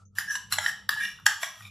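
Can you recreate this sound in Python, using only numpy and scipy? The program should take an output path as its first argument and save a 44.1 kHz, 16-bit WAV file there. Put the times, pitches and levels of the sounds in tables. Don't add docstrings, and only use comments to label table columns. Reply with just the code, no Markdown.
import sys
import numpy as np
from scipy import signal
from scipy.fft import rfft, irfft, next_fast_len
from scipy.io import wavfile
from scipy.ndimage import map_coordinates

SR = 44100
rng = np.random.default_rng(int(sys.argv[2]) if len(sys.argv) > 2 else 0)


def inscribe(sig):
    pcm = np.round(np.clip(np.atleast_2d(sig).T, -1, 1) * 32767)
    wavfile.write(sys.argv[1], SR, pcm.astype(np.int16))


def voltage_ratio(level):
    return 10 ** (np.asarray(level, float) / 20)


N = 74970


def unit(x):
    return x / np.sqrt(np.mean(x ** 2) + 1e-20)


def along(points, hz):
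    f, v = np.transpose(points)
    return np.interp(np.log(hz + 1), np.log(f + 1), v)


def wobble(knots_per_s):
    knots = rng.standard_normal(int(N * knots_per_s / SR) + 4)
    return map_coordinates(knots, [np.arange(N) * knots_per_s / SR])


def filtered(x, response):
    n = x.shape[-1]
    m = next_fast_len(n + 8192)
    return irfft(rfft(x, m) * response(np.fft.rfftfreq(m, 1 / SR)), m)[..., :n]


def resonances(modes, order):
    def response(f):
        total = 0
        for k, (hz, width_hz, db) in enumerate(modes):
            peak = 1j * f * width_hz / (hz * hz - f * f + 1j * f * width_hz)
            total = total + (-1) ** k * voltage_ratio(db) * peak ** order
        return total
    return response


def widths(modes, rule):
    return [(hz, rule[0] + rule[1] * hz, db) for hz, db in modes]


def spread(pair, alike, spectrum):
    def mix(hz):
        turn = np.arccos(np.clip(along(alike, hz), -1, 1)) / 2
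        return voltage_ratio(along(spectrum, hz)) * [np.cos(turn), np.sin(turn)]
    mid, side = filtered(pair, mix)
    return np.array([mid + side, mid - side])


# (frequency [Hz], t60 [s])
KITCHEN_T60 = [(500, 0.46), (1100, 0.49), (1700, 0.3), (2800, 0.47), (5000, 0.41), (14000, 0.3)]
# (frequency [Hz], left-right likeness [-])
ROOM_ALIKE = [(500, 0.67), (2000, 0.96), (6000, 0.88), (12000, 0.035)]


def kitchen(x):
    WET_DB, WALL_S = -5.5, 0.0017
    hz, t, z = signal.stft(rng.standard_normal((2, SR // 2)), SR, nperseg=256)
    decay = voltage_ratio(-60 * t / along(KITCHEN_T60, hz)[:, None])
    tail = signal.istft(z * decay, SR, nperseg=256)[1]
    tail = spread(tail, ROOM_ALIKE, [(100, 0)])
    tail *= 1 - np.exp(-(np.arange(tail.shape[1]) / SR / WALL_S) ** 2)
    return voltage_ratio(WET_DB) * signal.fftconvolve(x[None], tail / np.linalg.norm(tail[0]), axes=1)[:, :N]


# (frequency [Hz], level [dB])
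SIDEWAYS = [(600, -10.5), (2400, -16), (4400, -10.5), (8000, -3), (14000, -0.5)]


def placed(out, dry, start_s):
    turns = rng.standard_normal(64)
    turn_hz = np.linspace(0, SR / 2, len(turns))
    side = filtered(dry, lambda f: 1j * np.interp(f, turn_hz, turns) * voltage_ratio(along(SIDEWAYS, f)))
    wet = kitchen(dry)
    near = np.pad([dry + side, dry - side], ((0, 0), (0, wet.shape[1] - len(dry))))
    return out + np.pad(near + wet, ((0, 0), (round(start_s * SR), N)))[:, :N]


# (frequency [Hz], density [dB/Hz])
RUMBLE = [(25, -46), (50, -2.5), (100, -4.5), (160, -2), (200, -5.5), (260, -14), (350, -21), (480, -15)]
# (frequency [Hz], left-right likeness [-])
RUMBLE_ALIKE = [(60, 1), (130, 0.7), (300, 0.31)]
# (time [s], hum level [dB], roar level [dB])
STOVE_LEVELS = [(0, -62, -63.5), (.03, -51.5, -66), (0.121, -57, -66.5), (0.164, -48, -69), (.2, -56.5, -60.5),
                (.38, -70, -59.5), (.44, -55, -63), (0.536, -49, -54), (.6, -50, -61.5), (0.66, -57, -59),
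                (.78, -90, -60), (.85, -56, -60.5), (0.962, -61, -58), (1.06, -100, -60.5), (1.26, -46.5, -59.5),
                (1.309, -83, -60.5), (1.36, -55, -74), (1.41, -76, -66), (1.54, -78, -70.5), (1.62, -49.5, -64.5)]
# (time [s], level [dB])
OCTAVE = [(0, -72), (.11, -64), (.19, -70), (.25, -63), (.38, -70), (.45, -65), (.65, -57.5), (.8, -66),
          (.85, -55.5), (.95, -73), (1.05, -53.5), (1.2, -74), (1.264, -57), (1.32, -98), (1.56, -75.5),
          (1.65, -63.5)]
# (frequency [Hz], density [dB/Hz])
FAINT = [(600, -28), (1100, -30), (1300, -5), (1600, -43), (6000, -36.5), (9000, -40)]
# (time [s], level [dB], frequency [Hz], width [Hz])
SPIT = [
    (0.052, -61, 6350, 550),
]


def stove():
    HUM_HZ, FLICKER_DB = 99, 1.5
    FAINT_DB, SPIT_T60_S, SPIT_ATTACK_S = -79, 0.13, 0.0035
    t = np.arange(N) / SR

    def noise(spectrum, alike):
        ends = [(11, -120)], [(5.4 * spectrum[-1][0], -120)]
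        return unit(spread(rng.standard_normal((2, N)), alike, ends[0] + list(spectrum) + ends[1]))

    when, hum_db, roar_db = np.transpose(STOVE_LEVELS)
    roar = voltage_ratio(np.interp(t, when, roar_db) + 0.32 * wobble(10.5)) * noise(RUMBLE, RUMBLE_ALIKE)
    hum = np.sin(2 * np.pi * HUM_HZ * t + 1.2 * wobble(14))
    hum = hum * voltage_ratio(np.interp(t, when, hum_db) + FLICKER_DB * wobble(18))
    octave = np.sin(2 * np.pi * 2 * HUM_HZ * t + 0.71 * wobble(9.35))
    octave = octave * voltage_ratio(np.interp(t, *np.transpose(OCTAVE)))
    air = voltage_ratio(FAINT_DB + 10.1 * wobble(24)) * noise(FAINT, ROOM_ALIKE)
    for s, db, hz, width_hz in SPIT:
        fizz = rng.standard_normal((2, N))
        fizz = unit(filtered(fizz, lambda f: np.exp(-((f - hz) / width_hz) ** 2)))
        fade = voltage_ratio(db - 60 * np.abs(t - s) / SPIT_T60_S)
        air = air + fade * np.clip((t - s) / SPIT_ATTACK_S, 0, 1) * fizz
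    return roar + hum + octave + air


# (start [s], length [s], first level [dB], last level [dB], hiss level [dB])
STROKES = [(0.151, 0.039, -63.5, -39, 2), (0.193, 0.1, -36, -60, -6), (.274, 0.028, -36.5, -29.5, -26),
           (0.305, 0.056, -33, -33, -13), (0.497, 0.021, -67, -38, 2), (0.528, 0.05, -36, -66, 9.5),
           (0.597, 0.061, -43.5, -32.5, -8.5), (0.665, 0.031, -27, -31, -14),
           (0.708, 0.0068, -43, -46, -3.5), (0.905, 0.041, -30, -38.5, -9), (0.944, 0.042, -52, -30.5, -18),
           (0.999, 0.039, -28.5, -27, -20), (1.043, 0.078, -36, -48.5, -9), (1.104, 0.19, -62, -72.5, -4),
           (1.255, 0.0061, -75, -49, 22), (1.265, 0.1, -24.5, -46, -11.5), (1.397, 0.039, -55, -36, 0.5),
           (1.439, 0.14, -38.5, -63, -6), (1.549, 0.064, -60.5, -56.5, -0.5),
           (1.619, 0.056, -54.5, -56.5, -3)]
STROKE_PATH = [0, 0, 0, 7, 1, 1, 1, 2, 2, 8, 8, 3, 9, 5, 4, 4, 5, 5, 10, 6]
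# (frequency [Hz], level [dB])
PATHS = [
    [(1660, 5), (1790, -1), (3000, -12.5), (5650, -5.5), (6050, -31), (7650, -38), (9900, -18)],
    [(1400, 2.5), (1660, 0.5), (1950, -4.5), (3050, -11), (3900, -7), (5500, -4), (7300, -8), (10000, -15)],
    [(1680, 0.5), (1830, 2.5), (1950, -3), (3000, -23), (5600, -7.5), (7600, -11.5)],
    [(1670, 4.5), (1840, -0.5), (2350, -6.5), (2850, -8.5), (3550, -11.5), (5500, -15), (5950, -21),
     (7450, -33), (10100, -16.5)],
    [(1250, 7), (1640, 14), (1780, 6), (3100, -6), (5400, 2), (7300, -12)],
    [(1100, -18), (1650, 3.5), (1950, 2), (3340, 6.5), (5780, 4.5), (7600, -19), (10100, -17)],
    [(1200, 0), (2450, 10), (3650, 3), (5400, -3.5), (7250, -6)],
    [(1640, 3.5), (1820, -12), (3020, -35), (3730, -17), (5540, -7), (6040, -1.5), (7500, -15),
     (9900, -13.5), (10800, -16), (13700, -20)],
    [(1700, 7), (1840, 2.5), (2750, -11), (3060, -4.5), (3890, -6.5), (5500, -12), (7460, -19)],
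    [(1680, -8), (1900, 4), (2360, -1), (2900, 4), (3600, -3), (5550, 0.5), (5900, -11), (7500, -20)],
    [(1240, 4), (1900, -0.5), (3300, -2), (5700, -8)],
]
# (frequency [Hz], level [dB])
UPPER = [(800, -1.5), (1270, 10), (2200, 0), (2850, 7.5), (3350, 4.5), (3900, 4), (4700, 0.5), (5600, 5),
         (7400, 6), (7900, -4), (10100, 5), (11800, -1), (13300, 1)]
# (at rest [Hz], growth [Hz/Hz])
SONG_WIDTH = (60, 0.052)
HISS_WIDTH = (194, 0.17)
# (lower, upper [Hz])
MAIN_HZ = (1600, 1920)


def drag():
    ATTACK_S, RELEASE_T60_S = 0.0011, 0.1
    GRIT_DB, SLIPS_PER_S, SLIP_DB = 2.5, 100, 1.5
    SING_DB, SING_WANDER_RAD = -15, 1.21
    out = np.zeros((2, N))
    t = np.arange(SR // 4) / SR
    n = len(t)
    for (s, length, first_db, last_db, hiss_db), path in zip(STROKES, STROKE_PATH):
        edge = np.clip(t / ATTACK_S, 0, 1) * voltage_ratio(-60 * np.maximum(t - length, 0) / RELEASE_T60_S)
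        force_db = np.interp(t, [0, length], [first_db, last_db])
        force = edge * voltage_ratio(force_db + SLIP_DB * wobble(SLIPS_PER_S)[:n])
        lock = 0
        for hz, _ in PATHS[path]:
            if MAIN_HZ[0] < hz < MAIN_HZ[1]:
                lock = lock + np.sin(2 * np.pi * hz * t + SING_WANDER_RAD * wobble(25.2)[:n])
        song = resonances(widths(PATHS[path], SONG_WIDTH), 2)
        hiss = resonances(widths(UPPER, HISS_WIDTH), 2)
        scrape = 0
        for response, db, locked in ((song, 0, lock), (hiss, hiss_db, 0)):
            grit = rng.standard_normal(n) * voltage_ratio(GRIT_DB * rng.standard_normal(n))
            grit = grit + voltage_ratio(SING_DB) * locked
            scrape = scrape + voltage_ratio(db) * filtered(grit * force, response) / np.std(filtered(grit, response))
        out = placed(out, scrape, s)
    return out


# (time [s], peak level [dB], steel rattle level [dB], rattle tilt [dB/octave])
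KNOCKS = [(.184, -11.5, -20, 10), (.353, -17, -12, 0.5), (.523, -10.5, -12.5, 20), (.584, -13, -5.5, -5),
          (.661, -11.5, -14, -6), (0.8902, -11.5, -3.5, -1), (1.263, -3, -5, -3.5), (1.43, -14, -4.5, -6),
          (1.606, -40.5, -4, -16), (1.651, -36, -23, -20), (1.666, -41.5, -18, -11), (.962, -35, -20, 17),
          (1.051, -24.5, -17, -3), (1.187, -42.5, -11, -15), (1.197, -43.5, -10, -4)]
# (frequency [Hz], level [dB])
EARLY_SPOTS = [
    [(900, -23.5), (1680, 0), (1830, -5), (3200, -27), (4950, -12.5), (7000, -15), (9800, -15)],
    [(1000, -11), (1700, -0.5), (2950, -7), (5500, -19), (7600, -9)],
    [(800, -15.5), (1250, -1.5), (1450, 0.5), (1950, -3.5), (2700, -7.5), (4150, 3.5), (5450, -5),
     (7100, -6), (7900, -2.5), (10300, -3)],
    [(650, -4.5), (820, -2.5), (1450, -10), (1680, 2.5), (1980, 2.5), (3900, -7), (5500, -10.5),
     (7300, -27)],
    [(1000, -23), (1680, -1), (1870, 1.5), (3000, -17), (3800, -13), (5700, -47)],
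]
# (frequency [Hz], level [dB])
LATER_SPOTS = [
    [(800, -21), (1710, 4.5), (1860, -4), (3830, -8.5), (7500, -17), (10700, -12), (15000, -17)],
    [(700, -23.5), (900, -18), (1250, -25.5), (1660, 1.5), (1880, -6), (2800, -19), (3300, -13),
     (4500, -14), (5800, -12.5), (7400, -34), (10200, -44)],
    [(640, 3), (1050, 3), (1600, 2.5), (1900, 10.5), (2240, 6.5), (3350, -17), (5700, -7), (7550, -0.5),
     (9900, -23)],
    [(1240, 0.5), (1900, 1)],
    [(2400, 5), (3650, -2)],
    [(2300, 6), (3750, 5)],
    [(900, -4), (1250, -2)],
    [(2800, 2), (3500, -3), (3950, -7.5)],
    [(1150, -5), (1500, 2)],
    [(950, 2), (1300, 7), (1750, 4)],
]
# (at rest [Hz], growth [Hz/Hz])
KNOCK_WIDTH = (120, .025)


def knocks():
    SPOT_DB, CONTACT_S, RATTLE_S = 9.5, 0.00057, 0.0019
    out = np.zeros((2, N))
    t = np.arange(SR // 8) / SR
    push = (t / CONTACT_S) ** 2 * np.exp(-t / CONTACT_S)
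    for (s, db, rattle_db, tilt_db), spot in zip(KNOCKS, EARLY_SPOTS + LATER_SPOTS):
        ring = 0
        for hz, width_hz, level_db in widths(spot, KNOCK_WIDTH):
            drive = push * np.sin(2 * np.pi * (hz * t + rng.random()))
            ring = ring + voltage_ratio(level_db) * filtered(drive, resonances([(hz, width_hz, 0)], 1))
        steel = []
        for hz, width_hz, level_db in widths(UPPER, HISS_WIDTH):
            level_db = level_db + tilt_db * np.log2(hz / 2000) + SPOT_DB * rng.standard_normal()
            steel.append((hz, width_hz, level_db))
        chatter = t * np.exp(-t / RATTLE_S) * rng.standard_normal(len(t))
        rattle = filtered(chatter, resonances(steel, 2))
        knock = ring / np.abs(ring).max() + voltage_ratio(rattle_db) * rattle / np.abs(rattle).max()
        out = placed(out, voltage_ratio(db) * knock, s)
    return out


def small_bowl(f):
    LOW_HZ, LOW_CUT_DB = 609, 19
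    highpass = (-f * f / (LOW_HZ ** 2 - f * f + 1.2j * f * LOW_HZ)) ** 2
    return highpass * voltage_ratio(-LOW_CUT_DB * np.clip((LOW_HZ - f) / 60, 0, 1))


def scene():
    return filtered(knocks() + drag(), small_bowl) + stove()


def low_pass(x):
    return signal.sosfilt(signal.butter(12, 16460, fs=SR, output="sos"), x)


# (frequency [Hz], width [Hz], level [dB])
NOTCHES = [(8860, 162, -0.5), (13100, 74, -37)]
# (time [s], frequency [Hz])
EDGE = [(.2, 15200), (.3, 14900), (.31, 14200), (.87, 14200), (.885, 15700), (.905, 14700), (1, 14250),
        (1.25, 14000), (1.26, 14450), (1.7, 14100)]


def record(dry):
    def narrow_dips(f):
        return voltage_ratio(sum(db * np.exp(-((f - hz) / width_hz) ** 2) for hz, width_hz, db in NOTCHES))
    hz, t, z = signal.stft(filtered(dry, narrow_dips), SR, nperseg=512)
    above_hz = hz[:, None] - np.interp(t, *np.transpose(EDGE))
    edge = voltage_ratio(-50 * np.clip(above_hz / 300, 0, 1))
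    mix = signal.istft(z * edge, SR, nperseg=512)[1][:, :N]
    return low_pass(mix)


dry = scene()
out = record(dry)
inscribe(out)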